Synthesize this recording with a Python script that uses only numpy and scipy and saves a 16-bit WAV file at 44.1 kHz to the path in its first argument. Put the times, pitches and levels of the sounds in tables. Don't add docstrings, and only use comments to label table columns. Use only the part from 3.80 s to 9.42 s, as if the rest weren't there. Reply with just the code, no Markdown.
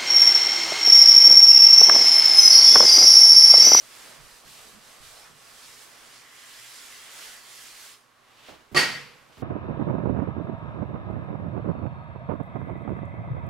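import sys
import numpy as np
from scipy import signal
from scipy.fft import rfft, irfft, next_fast_len
from scipy.io import wavfile
from scipy.ndimage import uniform_filter1d, map_coordinates

SR = 44100
rng = np.random.default_rng(int(sys.argv[2]) if len(sys.argv) > 2 else 0)


def log_audio(samples):
    frames = np.atleast_2d(samples).T
    limited = np.clip(frames, -1, 1)
    pcm = np.round(limited * 32767).astype(np.int16)
    wavfile.write(sys.argv[1], SR, pcm)


N = 247874

# start_s, fastest_share, turn_hiss_db, peak_hiss_db, rub_db, rasp_db
ERASER_STROKES = [(-.15, 0.787, -56, -52.5, -57, -63.5), (.08, 0.3622, -54, -50.5, -57.5, -61),
                  (.39, 0.3916, -57.5, -54, -61.5, -65.5), (.64, 0.2117, -61, -51, -56.5, -62.5),
                  (.985, 0.632, -60, -54.5, -60.5, -65.5), (1.203, 0.1236, -59.5, -52, -55.5, -66),
                  (1.53, 0.6964, -61.5, -51.5, -60.5, -63.5), (2.095, 0.3694, -55.5, -55.5, -61.5, -59),
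                  (2.48, 0.6693, -59, -49, -71, -53), (3.285, 0.3782, -53, -46.5, -56.5, -51),
                  (3.615, 0.4643, -56, -48.5, -68, -57.5), (3.925, 0.478, -51, -48.5, -60.5, -57)]
# frequency_hz, density_db
FELT_SPECTRUM = [(300, -20.5), (900, -7.5), (1800, -2), (3200, -1), (5000, 0.5), (6500, -2.5), (8500, -2),
                 (11000, -6), (14000, -11.5), (16000, -17.5)]


def amp(db):
    return 10 ** (np.asarray(db) / 20)


def unit(x):
    return x / np.sqrt(np.mean(x ** 2) + 1e-20)


def along(points, hz):
    point_hz, values = np.transpose(points)
    return np.interp(np.log(hz + 1), np.log(point_hz), values)


def wobble(rate):
    knots = rng.standard_normal(int(N * rate / SR) + 4)
    return map_coordinates(knots, [np.arange(N) * rate / SR])


def filtered(x, response):
    n = x.shape[-1]
    padded = next_fast_len(n + SR // 4)
    return irfft(rfft(x, padded) * response(np.fft.rfftfreq(padded, 1 / SR)), padded)[..., :n]


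def rush(spectrum, size=N, grain=1):
    # frequency_hz, correlation
    coherence = [(60, 0.43), (200, 0.6892), (500, 0.489), (3000, 0.5947), (8000, 0.5025), (14000, 0.2674)]
    angle = lambda hz: np.arccos(np.clip(along(coherence, hz), 0, 1)) / 2
    white = grain * rng.standard_normal((2, size))
    mid, side = filtered(white, lambda hz: np.array([np.cos(angle(hz)), np.sin(angle(hz))]))
    return unit(filtered(np.array([mid + side, mid - side]), lambda hz: amp(along(spectrum, hz))))


def add(track, start_s, sound):
    part = track[:, round(start_s * SR):][:, :sound.shape[-1]]
    part += sound[:, :part.shape[-1]]


def ventilation():
    # frequency_hz, density_db
    air_spectrum = [(20, -12), (40, -5), (86, -14.5), (119, -5), (170, -11), (227, -7.5), (331, -6.5),
                    (430, -4.5), (800, -4.5), (1500, -3.5), (2500, -8.5), (6000, -16), (13900, -24.5),
                    (15800, -33)]
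    # pitch_hz, level_db
    motor_tones = [(119.5, -79), (241, -79.5)]
    t = np.arange(N) / SR
    duct_hz, width_hz = 1115, 85
    duct = unit(filtered(rush(air_spectrum), lambda hz: 1 / (1 + 2j * (hz - duct_hz) / width_hz)))
    hum = sum(amp(db) * np.sqrt(2) * np.sin(2 * np.pi * hz * t + 0.1307 * wobble(3.543))
              for hz, db in motor_tones)
    air = amp(-58.0 + 1.861 * wobble(4.1242)) * rush(air_spectrum)
    return air + amp(-66.5) * duct + hum


def stroke_envelope(peak_db, turn_db, peak_share):
    lift_s, lift_db = 4.1581, 11
    linger_s, linger_share = 0.03293, 0.2663
    t, starts = np.arange(N) / SR, np.transpose(ERASER_STROKES)[0]
    place = np.interp(t, np.append(starts, lift_s), np.arange(len(starts) + 1))
    stroke = np.minimum(place.astype(int), len(starts) - 1)
    done = place - stroke
    top = np.clip(peak_share * np.ones(len(starts)), .05, .95)[stroke]
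    ramp = np.minimum(done / top, (1 - done) / (1 - top))
    arch = np.abs(np.sin(np.pi / 2 * ramp)) ** 0.8979
    foot_db = np.append(turn_db, peak_db[-1] - lift_db)[stroke + (done > top)]
    power = (amp(foot_db) * (1 - arch) + amp(peak_db[stroke]) * arch) ** 2 * (t < lift_s)
    pole = np.exp(-1 / (linger_s * SR))
    lingering = signal.lfilter([1 - pole], [1, -pole], power)
    return np.sqrt((1 - linger_share) * power + linger_share * lingering)


def softer(db):
    return np.minimum(db, np.append(db[0], db[:-1]))


def wiping():
    # frequency_hz, density_db
    panel_spectrum = [(60, -8), (150, -11), (300, -6.5), (480, 0), (750, -0.5), (950, -4.5), (1300, -1.5),
                      (2200, -7), (4000, -19.5), (9000, -42)]
    # frequency_hz, density_db
    grit_spectrum = [(400, -26.5), (1000, -8), (1600, -3.5), (2030, 0.5), (2400, -7), (2950, -4.5),
                     (3300, -0.5), (3800, -14), (6400, -12.5), (7100, -9), (9000, -30.5)]
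    # frequency_hz, density_db
    fizz_spectrum = [(3000, -44.5), (7000, 5), (9000, -6.5), (12000, -6.5), (16000, -2)]
    _, fastest_share, turn_db, hiss_db, rub_db, rasp_db = np.transpose(ERASER_STROKES)
    speed = stroke_envelope(hiss_db, turn_db, fastest_share)
    pressure = stroke_envelope(rub_db, softer(rub_db) - 3.5, peak_share=0.7411)
    rasp_gain = stroke_envelope(rasp_db, softer(rasp_db) + 2.5, peak_share=0.251)
    judder = amp(0.1944 * wobble(35) + 0.1732 * wobble(170))
    slips = amp(1.352 * rng.exponential(size=N))
    hiss = amp(2.5) * speed * rush(FELT_SPECTRUM, grain=slips)
    brightness = (speed / speed.max()) ** 0.6645
    fizz = amp(-11.0) * speed * brightness * rush(fizz_spectrum, grain=slips)
    rub = amp(-0.2378 + 0.2066 * wobble(24.348)) * pressure * rush(panel_spectrum)
    friction = hiss + fizz + rub + band_swells() + rasp_gain * rush(grit_spectrum, grain=slips)
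    return early_echoes(patchy_hiss(judder * friction, depth_db=1.5153), echo_db=-22.5)


def patchy_hiss(x, depth_db):
    spectra = signal.stft(x, nperseg=1024)[2]
    field = uniform_filter1d(rng.standard_normal(spectra.shape[1:]), size=4, axis=0)
    field = uniform_filter1d(field, size=6, axis=1)
    gain = unit(amp(depth_db * unit(field)))
    return signal.istft(spectra * gain, nperseg=1024)[1][:, :N]


def early_echoes(x, echo_db, count=10):
    delays_s = rng.uniform(.002, .022, count)
    signs = rng.choice([-1, 1], count)
    out = x.copy()
    for delay_s, sign in zip(delays_s, signs):
        add(out, delay_s, sign * amp(echo_db) * x)
    return out / np.sqrt(1 + count * amp(echo_db) ** 2)


def band_swells():
    # centre_s, length_s, level_db, centre_hz, width_octaves
    swells = [(0.132, 0.0564, -52.5, 2806, 0.719), (0.321, 0.1543, -61, 472.2, 0.4523),
              (0.816, 0.1027, -59.5, 600.5, 0.5964), (1.259, 0.0809, -54, 2980, 0.588),
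              (1.358, 0.0892, -60, 516.2, 0.5595), (1.463, 0.06174, -54, 1344, 0.7327),
              (1.845, 0.0483, -52.5, 3766, 0.628), (2.026, 0.0777, -55, 5500, 1.554),
              (2.361, 0.1156, -53, 4497, 0.776), (2.515, 0.3172, -58.5, 1965, 0.199),
              (3.355, 0.1908, -59.5, 649.3, 0.3873), (3.441, 0.06655, -49, 2197, 0.737)]
    t, out = np.arange(N) / SR, np.zeros((2, N))
    for centre_s, length_s, db, centre_hz, octaves in swells:
        band = lambda hz: np.exp(-.5 * (np.log2((hz + 1) / centre_hz) / octaves) ** 2)
        swell = np.exp(-(2 * (t - centre_s) / length_s) ** 2)
        out += amp(db) * swell * unit(filtered(rush(FELT_SPECTRUM), band))
    return out


def burst(spectrum, rise_s, t60_s, room_db):
    # frequency_hz, t60_s
    reverb_times = [(100, 1), (300, 0.3586), (1000, 0.5701), (2500, 0.6524), (6000, 0.53486),
                    (14000, 0.5471)]
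    hz, t, spectra = signal.stft(rush(spectrum, size=SR), SR, nperseg=256)
    tail = amp(room_db - 60 * t / along(reverb_times, hz)[:, None])
    fade = np.hypot(amp(-60 * t / t60_s), tail)
    attack = 1 - np.exp(-np.arange(SR) / SR / rise_s)
    return signal.istft(spectra * fade, SR, nperseg=256)[1][:, :SR] * attack


def panel_bumps():
    # start_s, boom_db, sway_db, pitch_hz
    bumps = [(.37, -58, -59.5, 138.4), (.42, -76, -57, 140), (0.646, -57.5, -55.5, 146.6),
             (0.838, -58.5, -63.5, 218.8), (.925, -53.5, -63.5, 206.9), (1.195, -57, -52, 130.6),
             (1.475, -56.5, -65.5, 148.8), (1.841, -64.5, -67, 148.3)]
    # pitch_ratio, density_db
    boom_shape = [(.25, -19.5), (.7, -7.5), (1, 1.5), (1.4, -8.5), (3, -21), (13, -52.5)]
    # frequency_hz, density_db
    sway_spectrum = [(12, -14), (30, 2), (60, -9), (110, -26.5), (400, -53.5)]
    out = np.zeros((2, N))
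    for start_s, boom_db, sway_db, pitch_hz in bumps:
        boom_spectrum = [(pitch_hz * ratio, db) for ratio, db in boom_shape]
        add(out, start_s, amp(boom_db) * burst(boom_spectrum, rise_s=0.01298, t60_s=0.4285, room_db=-8))
        add(out, start_s, amp(sway_db) * burst(sway_spectrum, rise_s=0.02278, t60_s=0.1793, room_db=-5))
    return out


def pats_and_sleeve():
    # start_s, thud_db, slap_db, rise_s
    pats = [(.632, -69, -57, 0.002866), (4.683, -63.5, -43, 0.003595), (4.712, -55, -52.5, 0.003494),
            (4.913, -41, -50, 0.00781), (5.493, -63.5, -56.5, 0.00375), (5.566, -49.5, -48.5, 0.00753),
            (5.588, -47.5, -70, 0.00734)]
    # frequency_hz, density_db
    thud_spectrum = [(20, -22.5), (70, -3.5), (110, -4.5), (165, -6.5), (260, -8), (400, -12.5),
                     (700, -37.5), (3000, -40)]
    # frequency_hz, density_db
    slap_spectrum = [(60, -36.5), (250, -0.5), (400, 5), (650, 3), (1000, -2), (2000, -8.5), (5000, -20.5),
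                     (14000, -49)]
    # fastest_s, level_db, swell_db_per_s, fade_db_per_s
    swings = [(4.69, -50, 72.5, 109.5), (5.528, -61.5, 1200, 250.5), (5.58, -56.5, 252, 111)]
    # frequency_hz, density_db
    cloth_spectrum = [(100, -10), (400, -3.5), (1200, -4.5), (3000, 2), (5000, -5), (8000, -11),
                      (16000, -21)]
    t = np.arange(N) / SR
    motion = sum(amp(db - np.maximum(swell * (fastest_s - t), fade * (t - fastest_s)))
                 for fastest_s, db, swell, fade in swings)
    out = motion * rush(cloth_spectrum) * amp(0.935 * wobble(55))
    for start_s, thud_db, slap_db, rise_s in pats:
        add(out, start_s, amp(thud_db) * burst(thud_spectrum, rise_s, t60_s=0.322, room_db=-13))
        add(out, start_s, amp(slap_db) * burst(slap_spectrum, rise_s, t60_s=0.2023, room_db=-5.0))
    return out


def ring(modes, blows, rise_s, blur):
    blur_hz, blur_share = 25, .022
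    start = round(blows[0][0] * SR)
    t, out = np.arange(start, N) / SR, np.zeros((2, N))
    blow_s, blow_db, cutoff_hz, t60_share = np.transpose(blows)[:, :, None]
    age = np.maximum(t - blow_s, 0)
    onset = amp(blow_db) * (1 - np.exp(-age / rise_s))
    for hz, db, t60_s in modes:
        decay = amp(db - 60 * age / (t60_s * t60_share))
        rolloff = 1 + (hz / cutoff_hz) ** 4
        envelope = np.linalg.norm(onset * decay / rolloff, axis=0)
        knots = rng.standard_normal((3, 400)) + 1j * rng.standard_normal((3, 400))
        place = (t - t[0]) * (blur_hz + blur_share * hz)
        shared, *per_ear = [np.interp(place, np.arange(len(row)), row) for row in knots]
        line = np.exp(2j * np.pi * (hz * t + rng.random())) * (1 + blur * (shared + np.array(per_ear)))
        out[:, start:] += envelope * line.real / np.sqrt(1 + 2 * blur ** 2)
    return out


def tray_clack():
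    # start_s, clack_db, block_db, tray_db, cutoff_hz, t60_share
    contacts = [(4.946, -30.5, -23, -37.5, 6000, 0.9707), (4.961, -24.5, -24, -23, 9020, 0.8987),
                (4.968, -23, -28.5, -20, 12030, 1), (4.987, -24, -40.5, -30.5, 12000, 0.9473),
                (5.15, -51.5, -53, -29.5, 3098, 0.5047)]
    # pitch_hz, level_db, t60_s
    block_modes = [(152.09, -9, 0.158), (360.5, -7, 0.3891), (575.68, -13, 0.2721), (747.02, -10, 0.1086),
                   (1160.2, -2, 0.16256), (1221, -8, 0.148), (1322, -13, 0.616), (2700, -16.5, 0.14476)]
    # pitch_hz, level_db, t60_s
    tray_modes = [(139, -14, 0.6894), (190, -16, 0.4852), (436, -20.5, 0.8054), (492.01, -18.5, 0.908),
                  (1435.9, -5, 0.3728), (1634, -12, 0.535), (1754.4, -13, 0.258), (1818, -11.5, 0.4405),
                  (1881.6, 5, 0.3933), (1915, 2.5, 0.32), (2043.2, -4, 0.5171), (2197, -5.5, 0.4583),
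                  (2699.3, -14, 0.6792), (3060, -9, 0.567), (4279, -9, 0.357), (4516.5, 4, 0.2228),
                  (4589.3, -4, 0.5457), (4760, -12, 0.2474), (4980, -9.5, 0.345), (5241, -11, 0.4504),
                  (6420.2, -14, 0.2345), (6650, -11, 0.338), (8480, -13, 0.304), (9845.8, -4.5, 0.2372),
                  (10070, -8, 0.1712)]
    # frequency_hz, density_db
    clack_spectrum = [(25, -21.5), (85, -19.5), (145, -2), (220, -2), (550, -1.5), (950, -2), (1400, -2),
                      (2200, 0.5), (3700, -4.5), (4700, -1.5), (6000, -7.5), (8000, -13.5), (10200, -17),
                      (16000, -27)]
    start_s, clack_db, block_db, tray_db, cutoff_hz, t60_share = np.transpose(contacts)
    block_blows = np.c_[start_s, block_db, cutoff_hz, t60_share]
    tray_blows = np.c_[start_s, tray_db, cutoff_hz, t60_share]
    out = ring(block_modes, block_blows, rise_s=0.001794, blur=0.1793)
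    out += amp(-4.0) * ring(tray_modes, tray_blows, rise_s=0.001962, blur=0.67)
    for when, db in zip(start_s, clack_db):
        add(out, when, amp(db) * burst(clack_spectrum, rise_s=0.001598, t60_s=0.2072, room_db=-0.5))
    return out


def lean(x, balance):
    return filtered(x, lambda hz: 2 / (1 + amp([-along(balance, hz), along(balance, hz)])))


def scene():
    # frequency_hz, left_minus_right_db
    board_balance = [(100, -12), (350, -7), (700, -4.5), (1300, -1.3429), (4400, -1.1844), (8000, -2.5),
                     (15000, -11)]
    # frequency_hz, left_minus_right_db
    tray_balance = [(60, -14.5), (180, -13), (400, -10), (700, -8.5), (1300, -2), (4400, 0.5), (15000, -3)]
    board_body_air = wiping() + panel_bumps() + pats_and_sleeve() + ventilation()
    return lean(board_body_air, board_balance) + lean(tray_clack(), tray_balance)


def record(dry):
    cutoff_hz = 15800
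    return filtered(dry, lambda hz: hz < cutoff_hz)


dry = scene()
out = record(dry)
log_audio(out)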